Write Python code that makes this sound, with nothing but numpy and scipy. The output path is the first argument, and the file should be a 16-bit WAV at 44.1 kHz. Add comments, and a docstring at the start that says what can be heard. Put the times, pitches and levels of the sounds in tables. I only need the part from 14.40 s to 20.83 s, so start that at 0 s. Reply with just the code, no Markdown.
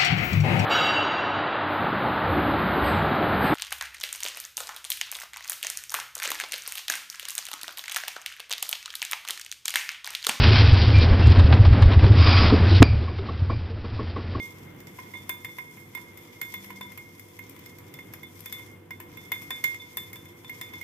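"""A glass bowl is still ringing from a blow as a wire whisk beats curd in it, on a wooden board close under
a phone with two microphones. Each blow is a noise tick and knock, and sets decaying sines for the rim modes.
Filtered noise scrapes softly through the curd all along. A fridge hums in wavering sines over a low kitchen
rumble of noise; one hum tone stands out for a while after two seconds. Some of the strongest blows come
around five seconds, just after the scrape has sunk briefly."""
import sys
import numpy as np
from scipy import signal
from scipy.fft import rfft, irfft
from scipy.io import wavfile
from scipy.ndimage import uniform_filter1d

SR = 44100
rng = np.random.default_rng(int(sys.argv[2]) if len(sys.argv) > 2 else 0)


def generate_wav(sig):
    """Save sig (samples, or channels by samples) to the path in sys.argv[1] as 16-bit PCM at SR."""
    pcm = np.round(np.clip(np.atleast_2d(sig).T, -1, 1) * 32767).astype(np.int16)
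    wavfile.write(sys.argv[1], SR, pcm)


N = 283601
T = np.arange(N) / SR
OPPOSITE = np.array([[1], [-1]])  # left and right move opposite ways
CONTACT_S = 0.0039  # a wire's press on the glass, before each layer's own stretch

# Wire meets glass, source levels before each layer's own gains: start_s, tick_db, low_ring_db,
# main_ring_db, high_ring_db, lingering_main_ring_db, main_ring_left_minus_right_db
BLOWS = [(0.171, -60, -49, -63, -79, -51, 0), (0.403, -41.5, -58, -52, -68, -72, -7),
         (0.47, -38, -57, -52, -63, -65, -10), (0.5872, -46.5, -28.5, -54, -64, -49.5, -17.5),
         (0.7368, -45, -38, -52, -51, -39, -12), (0.7515, -51, -37, -43, -42.5, -42.5, -7.5),
         (0.8929, -23, -27, -33, -35.5, -41, -10.5), (1.0463, -28.5, -35.5, -32.5, -42.5, -56, -6),
         (1.088, -63, -48, -44, -46.5, -45, -6), (1.1845, -35, -31, -32, -50.5, -40, -8),
         (1.3706, -44, -43, -57, -68, -47, -7), (1.5494, -31, -39, -35.5, -46, -49, -14),
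         (1.574, -41, -35, -40.5, -52.5, -50.5, -14), (1.7736, -37, -52, -63, -56, -50, -3),
         (2.014, -22.5, -35.5, -31.5, -41.5, -39, -7.5), (2.1395, -34.5, -34, -32.5, -39.5, -42.5, -1),
         (2.244, -34.5, -52, -58, -56, -54, 14), (2.3034, -39, -32, -60, -55, -47.5, -7),
         (2.41, -35, -29, -36, -41, -47, 2), (2.5187, -39, -47, -43.5, -78, -68, 6),
         (2.575, -32.5, -41, -64, -59, -42, -8.5), (2.795, -36, -63, -46.5, -61, -83, 5),
         (2.9899, -33, -45, -38, -63, -57, -9), (3.095, -36.5, -79, -77, -81, -85, 10),
         (3.191, -40, -81, -67, -82, -75, -1), (3.26, -37, -72, -47.5, -56.5, -51.5, -11),
         (3.385, -36, -77, -55, -82, -58, -11), (3.539, -32, -75, -47, -55, -78, -7),
         (3.5885, -41, -43, -35.5, -55, -77, -3), (3.736, -28.5, -43, -50, -58, -64, 2),
         (3.831, -41, -44, -39.5, -47.5, -76, -13.5), (4.005, -35.5, -82, -70, -65, -72, 5),
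         (4.0581, -30, -45, -44, -47, -52, -9), (4.1245, -26.5, -52, -40, -38.5, -41.5, 1),
         (4.1931, -51, -41, -44, -57, -49.5, -6), (4.208, -58, -50, -50, -57, -58, -8),
         (4.298, -58, -62, -64, -70, -52.5, 0), (4.5067, -35, -37, -30.5, -51.5, -61, -7.5),
         (4.6009, -33, -36, -57, -62, -53, -1), (4.726, -52, -76, -69, -78, -64, 0),
         (4.7712, -40.5, -44.5, -47.5, -49.5, -51, -14.5), (4.918, -20, -29.5, -22.5, -32.5, -68, 0),
         (4.9574, -68, -50, -46, -42, -35, -3), (5.019, -35, -46, -65, -56, -42, 7),
         (5.105, -24, -30, -55, -31, -37, -3), (5.2395, -17.5, -31.5, -22, -37.5, -24.5, -6.5),
         (5.3447, -34, -56.0, -36, -54, -42, 2), (5.3972, -55, -51, -63, -44, -44.5, -8),
         (5.5707, -24, -33, -38, -34, -44, -7), (5.7302, -33.5, -52, -41, -56, -53, 1),
         (5.7573, -37.5, -43, -66, -43, -66, -1), (5.855, -47, -54, -46, -55, -65, 0),
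         (6.045, -43.5, -41, -62, -45, -56, -2), (6.095, -33.5, -42, -35.5, -54, -41, -3),
         (6.2119, -24, -39, -42, -40.5, -42, -8), (6.335, -40, -40, -45, -46, -45, -1),
         (6.4118, -31.5, -62, -36.5, -59.0, -45, -9)]
# Rim modes of the bowl: pitch_hz, t60_s, left_minus_right_db, left_lead_rad,
# scraped_level_db (against the hiss), scraped_t60_s
RINGS = [(975, 0.45, 0.5, 2.4, -11, .06), (2134, 0.11, 0, 1.8, -1.5, .18), (3530, 0.25, 0, 1.04, -13, .06)]


def undb(db):
    """Gain of a level in dB."""
    return 10 ** (np.asarray(db) / 20)


def unit(x):
    """Scale to rms 1."""
    return x / np.sqrt(np.mean(x ** 2))


def along(table, column=1, size=N):
    """A column of a (Hz, ..) table on the bins of an FFT, interpolated over log frequency."""
    rows = np.array(table)
    hz = np.maximum(np.arange(size // 2 + 1) * SR / size, 1)
    return np.interp(np.log(hz), np.log(rows[:, 0]), rows[:, column])


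def colour(x, table):
    """Causal minimum-phase filter that follows (Hz, dB) points."""
    cepstrum = irfft(np.log(undb(along(table, size=2048))))
    # folding the cepstrum forward in time makes the response causal
    cepstrum[1:1024] *= 2
    cepstrum[1025:] = 0
    taps = irfft(np.exp(rfft(cepstrum)))[:1024]
    if x.ndim > 1:
        taps = taps[None]
    return signal.oaconvolve(x, taps, axes=-1)[..., :N]


def walk(rate):
    """Random levels held 1 / rate s and slewed twice; spread near 1."""
    hold = int(SR / rate)
    steps = np.repeat(rng.standard_normal(N // hold + 1), hold)
    return 1.3 * uniform_filter1d(uniform_filter1d(steps, hold), hold)[:N]


def sides(db):
    """Left and right gains for a balance in dB."""
    return undb(np.array([[db], [-db]]) / 2)


def mode(x, hz, t60):
    """A decaying resonance driven by x."""
    pole = np.exp(2j * np.pi * hz / SR - np.log(1000) / (t60 * SR))
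    return signal.lfilter([1], [1, -pole], x).imag


def flicker(x, split_hz, depth_db, rate):
    """The dull and the bright part of a sound change level apart."""
    dull = signal.sosfilt(signal.butter(4, split_hz, fs=SR, output="sos"), x)
    bright = x - dull
    return dull * undb(depth_db * walk(rate)) + bright * undb(depth_db * walk(rate))


def kitchen():
    """Gently wavering rumble of filtered noise, alike in both microphones in the bass."""
    # Rumble spectrum: frequency_hz, relative_level_db (per Hz), left_right_likeness (0-1),
    # left_minus_right_db
    rumble_bands = [(22, -44, .95, 0), (45, -15, .96, 0), (75, -11, .97, 0), (100, 2, .97, 0),
                    (125, -2, .96, 0), (155, 0, .95, 0), (200, -4, .93, 0), (330, -2.5, .9, -1),
                    (420, -9, .5, -4), (520, -12, .3, -5), (680, -18, .1, 2), (1000, -17, .5, 0),
                    (2000, -22, .3, 0), (3200, -27, .1, 0), (4000, -37, 0, 0), (9000, -43, 0, 0)]
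    like = np.clip(along(rumble_bands, column=2), 0, 1)
    lean = undb(along(rumble_bands, column=3) / 2)
    mid, side = rfft(rng.standard_normal((2, N)))
    both = np.sqrt(1 + like) * mid + np.sqrt(1 - like) * side * OPPOSITE
    both = np.array([lean, 1 / lean]) * both
    rumble = unit(irfft(both * undb(along(rumble_bands)), N))
    return rumble * undb(-51 + 1.2 * walk(5))


def fridge():
    """Multiples of the compressor's turning rate, each wavering alone."""
    turning_hz = 48.85
    # Hum tones: multiple_of_turning_rate, level_db, left_minus_right_db,
    # waver_db (also scales the phase drift; the sign only flips the drift)
    hum_tones = [(2, -59.5, 1.5, 5), (4, -70, 1.5, 6), (7, -63, -0.5, -3), (9, -68.5, -11.5, 3),
                 (10, -63.5, -6, -1.1), (15, -74.5, 12.5, 2.5)]
    # The fourth multiple stands out a while: begin_s, end_s, level_db
    hum_swell = (2.125, 2.534, -54.5)
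    out = 0
    for multiple, db, pan_db, waver_db in hum_tones:
        phase = 2 * np.pi * multiple * turning_hz * T
        phase = phase + 0.33 * waver_db * walk(6) - 0.11 * pan_db * OPPOSITE
        level = undb(db + waver_db * np.tanh(walk(14)))
        out = out + np.sqrt(2) * sides(pan_db) * level * np.sin(phase)
    begin, end, swell_db = hum_swell
    swell = uniform_filter1d(((T > begin) & (T < end)) * 1., int(.08 * SR))
    return out + np.sqrt(2) * undb(swell_db) * swell * np.sin(2 * np.pi * 4 * turning_hz * T)


def scrape():
    """Wires drag along the glass: a hiss of tiny slips with small catches, which also feeds the rim modes."""
    # Course of the scrape: time_s, hiss_level_db
    scrape_course = [(0, -54.5), (.45, -59.5), (.75, -54.5), (1.25, -56.5), (1.5, -57.5), (2.1, -54),
                     (2.7, -57.5), (3.95, -57.5), (4.2, -54), (4.35, -60.5), (4.5, -68.5), (4.75, -55.5),
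                     (5.3, -54), (5.52, -55), (5.8, -56), (5.98, -59), (6.15, -56), (6.43, -53)]
    # Spectrum of the hiss: frequency_hz, relative_level_db
    scrape_spectrum = [(600, -34.5), (1000, 13), (1600, -1), (2100, 21.5), (2800, 4), (3400, 12),
                       (4200, 3.5), (5500, 9), (11000, 2.5), (13500, -2.5), (15300, -4.5)]
    catches_per_s, catch_decay_s = 43, 0.0043  # decay to 1/e
    catches = (rng.random(N) < catches_per_s / SR) * undb(6 + 8 * rng.random(N))
    catches = signal.lfilter([1], [1, -np.exp(-1 / (catch_decay_s * SR))], catches)
    slips = rng.standard_normal((2, N)) * undb(2.5 * rng.exponential(size=N))
    grains = slips * (1 + .3 * catches)
    out = unit(colour(grains, scrape_spectrum))
    out = flicker(out, split_hz=6000, depth_db=1.3, rate=45)
    out = flicker(out, split_hz=10700, depth_db=1.08, rate=16)  # wet strokes swell and sink
    for hz, _, pan_db, _, db, t60 in RINGS:
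        # the scraped rim modes sound all along, their strength wavering a little
        waver = undb(1.5 * walk(9))
        out = out + undb(db) * sides(pan_db) * unit(mode(grains * waver, hz, t60))
    return out * undb(np.interp(T, *np.transpose(scrape_course)))


def rings():
    """Each blow takes over the rim: it sets the strength of every mode anew, which then dies away."""
    # Left over from a blow just before: low_ring_db, main_ring_db, high_ring_db,
    # lingering_main_ring_db, main_ring_left_minus_right_db
    ring_at_start = (-47, -33.5, -46.5, -37, -5.5)
    linger_t60_s = 0.63
    # a push that rings as loud as it ticks needs this long to build the ring; sharper ticks less
    swell_s = 0.00023
    blows = np.array(BLOWS)
    start = np.r_[0, blows[:, 0] + .4 * CONTACT_S]
    last = np.searchsorted(start, T, side="right") - 1  # the latest blow at each moment
    age = T - start[last]
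    linger_db = np.r_[ring_at_start[3], blows[:, 5]]
    balance_db = np.r_[ring_at_start[4], blows[:, 6]]
    build_s = np.clip(swell_s * undb(blows[:, 3] - blows[:, 1]), 1 / SR, .008)
    build_s = np.r_[1 / SR, build_s]
    rise = int(.003 * SR)  # smooths the handover between blows
    out = 0
    for k, (hz, t60, pan_db, lead, *_) in enumerate(RINGS):
        is_low, is_main, is_high = k == 0, k == 1, k == 2
        db = np.r_[ring_at_start[k], blows[:, 2 + k] - 15 * is_low]
        # the high ring holds at first and then drops fast
        bend = 1.17 if is_high else 1
        fade = undb(db[last] - 60 * (age / t60) ** bend)
        fade = fade + is_main * undb(linger_db[last] - 60 * age / linger_t60_s)
        strength = uniform_filter1d(fade * (1 - np.exp(-age / build_s[last])), rise)
        # the blow lands elsewhere on the rim each time, so pitch, phase and balance shift
        turn, place = rng.standard_normal((len(start), 2)).T
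        pitch = hz * (1 + .0008 * place[last])
        phase = 2 * np.pi * np.cumsum(pitch) / SR
        phase = phase + uniform_filter1d(np.cumsum(turn)[last], rise) + .2 * walk(25)
        apart = uniform_filter1d(lead + 0.35 * turn[last], rise) / 2
        lean = pan_db + is_main * uniform_filter1d(balance_db[last], rise)
        gains = undb(np.array([lean, -lean]) / 2)
        waver = undb(1.97 * walk(40))  # moving curd loads the rim unevenly
        out = out + gains * strength * waver * np.sin(phase + apart * OPPOSITE)
    return out


def contacts(level_db, stretch, bounce_db, alike):
    """A short noise rattle for each blow, and a weaker one as the next wire of the loop lands."""
    sharp = 0.85  # under 1, a contact bites at once and lets go slowly
    out = np.zeros((2, N + SR))
    t = np.arange(SR // 20) / SR
    length = stretch * CONTACT_S
    first = (t / length) ** sharp * np.exp(-t / length)
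    share = np.clip(alike, 0, 1)  # power common to both microphones
    for blow, db in zip(BLOWS, level_db):
        later, weaker = rng.random(2)
        rattle = rng.standard_normal((3, len(t)))
        # every rattle equally strong
        energy = np.sum((first * rattle) ** 2, axis=1, keepdims=True)
        rattle *= np.sqrt(np.sum(first ** 2) / energy)
        after = np.maximum(t - .007 - 0.0019 * later, 0)
        bounce = after / length * np.exp(1 - after / length)
        shape = first * np.exp(sharp) + undb(bounce_db - 8.3 * weaker) * bounce
        both = np.sqrt(share) * rattle[0] + np.sqrt(1 - share) * rattle[1:]
        start = int(blow[0] * SR)
        out[:, start:start + len(t)] += undb(db) * shape * both
    return out[:, :N]


def pushes(level_db):
    """One clean single-sample push for each blow."""
    out = np.zeros(N)
    out[(np.array(BLOWS)[:, 0] * SR).astype(int)] = undb(level_db)
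    return out


def ticks():
    """Steel on glass: a bright tick with short upper modes, a duller knock of bowl and board, thuds of the rim."""
    # Spectrum of the tick: frequency_hz, relative_level_db
    tick_spectrum = [(300, -21), (2500, 0), (4000, -6), (7000, -0.5), (10800, -4.5), (12000, -3),
                     (13500, 1.5), (14600, -16), (15300, 0)]
    # Spectrum of the knock: frequency_hz, relative_level_db
    knock_spectrum = [(200, -36), (330, 4), (600, -7), (1400, 1), (1850, 7.5), (2600, 3.5), (3200, -6.5),
                      (4500, -16)]
    # Faint upper modes of the glass: pitch_hz
    overtone_pitches = (5215, 7219, 9445, 11960, 14696)
    # Strength and decay of those modes: drive_gain_db, t60_s
    overtone_decays = [(-40.5, 0.068), (-43, 0.067), (-42.5, 0.043), (-41, 0.053), (-59, 0.06)]
    # Partners of the rim modes that the curd deadens: pitch_hz, t60_s, level_against_ring_column_db
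    thud_modes = [(1017, 0.049, -5.5), (2084, 0.094, -4.5), (3460, 0.037, -5)]
    blows = np.array(BLOWS)
    tick_db, low_ring_db = blows[:, 1], blows[:, 2]
    bright = contacts(tick_db, stretch=0.35, bounce_db=-21, alike=0.065)
    out = flicker(colour(bright, tick_spectrum), split_hz=12000, depth_db=2.4, rate=9.6) * undb(-4.5)
    for hz, (db, t60) in zip(overtone_pitches, overtone_decays):
        # the level of each upper mode wanders slowly at random
        out += undb(db + 2.5 * walk(10)) * mode(bright, hz, t60)
    for k, (hz, t60, db) in enumerate(thud_modes):
        out += undb(db) * mode(pushes(blows[:, 2 + k]), hz, t60)
    # the knock follows a blend of the tick and low ring levels
    tick_share = 0.53
    knock_db = 0.5 + tick_share * tick_db + (1 - tick_share) * low_ring_db
    knock = contacts(knock_db, stretch=0.58, bounce_db=-8.5, alike=0.16)
    return out + colour(knock, knock_spectrum)


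def room(x):
    """Board, counter and walls send back a short diffuse tail of decaying noise."""
    t60_s, tail_db = 0.27, -6.5
    t = np.arange(SR // 4) / SR
    tail = rng.standard_normal((2, len(t))) * undb(-60 * t / t60_s) * (t > .002)
    tail = tail / np.sqrt(np.sum(tail ** 2, axis=1, keepdims=True))
    return x + undb(tail_db) * signal.oaconvolve(x, tail, axes=-1)[:, :N]


def scene():
    """Ticks and scrape with the room's tail, then the rings without it, over the kitchen and the fridge."""
    return room(ticks() + scrape()) + rings() + kitchen() + fridge()


def record(dry):
    """The left port lifts the top octave; a steep drop near 15.5 kHz leaves the very top faint, and a
    low-pass ends it."""
    # Resonance of the left microphone port: frequency_hz, gain_db
    left_port = [(5000, -0.5), (8000, -4), (10500, 3), (12000, 11.5), (13800, 13), (15300, 8)]
    drop_hz, drop_db, top_hz = 15480, -21, 16100
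    ports = np.array([colour(dry[0], left_port), dry[1]])
    ports = colour(ports, [(drop_hz - 40, 0), (drop_hz + 40, drop_db)])
    return signal.sosfilt(signal.ellip(8, .2, 70, top_hz, fs=SR, output="sos"), ports)


dry = scene()
out = record(dry)
generate_wav(out)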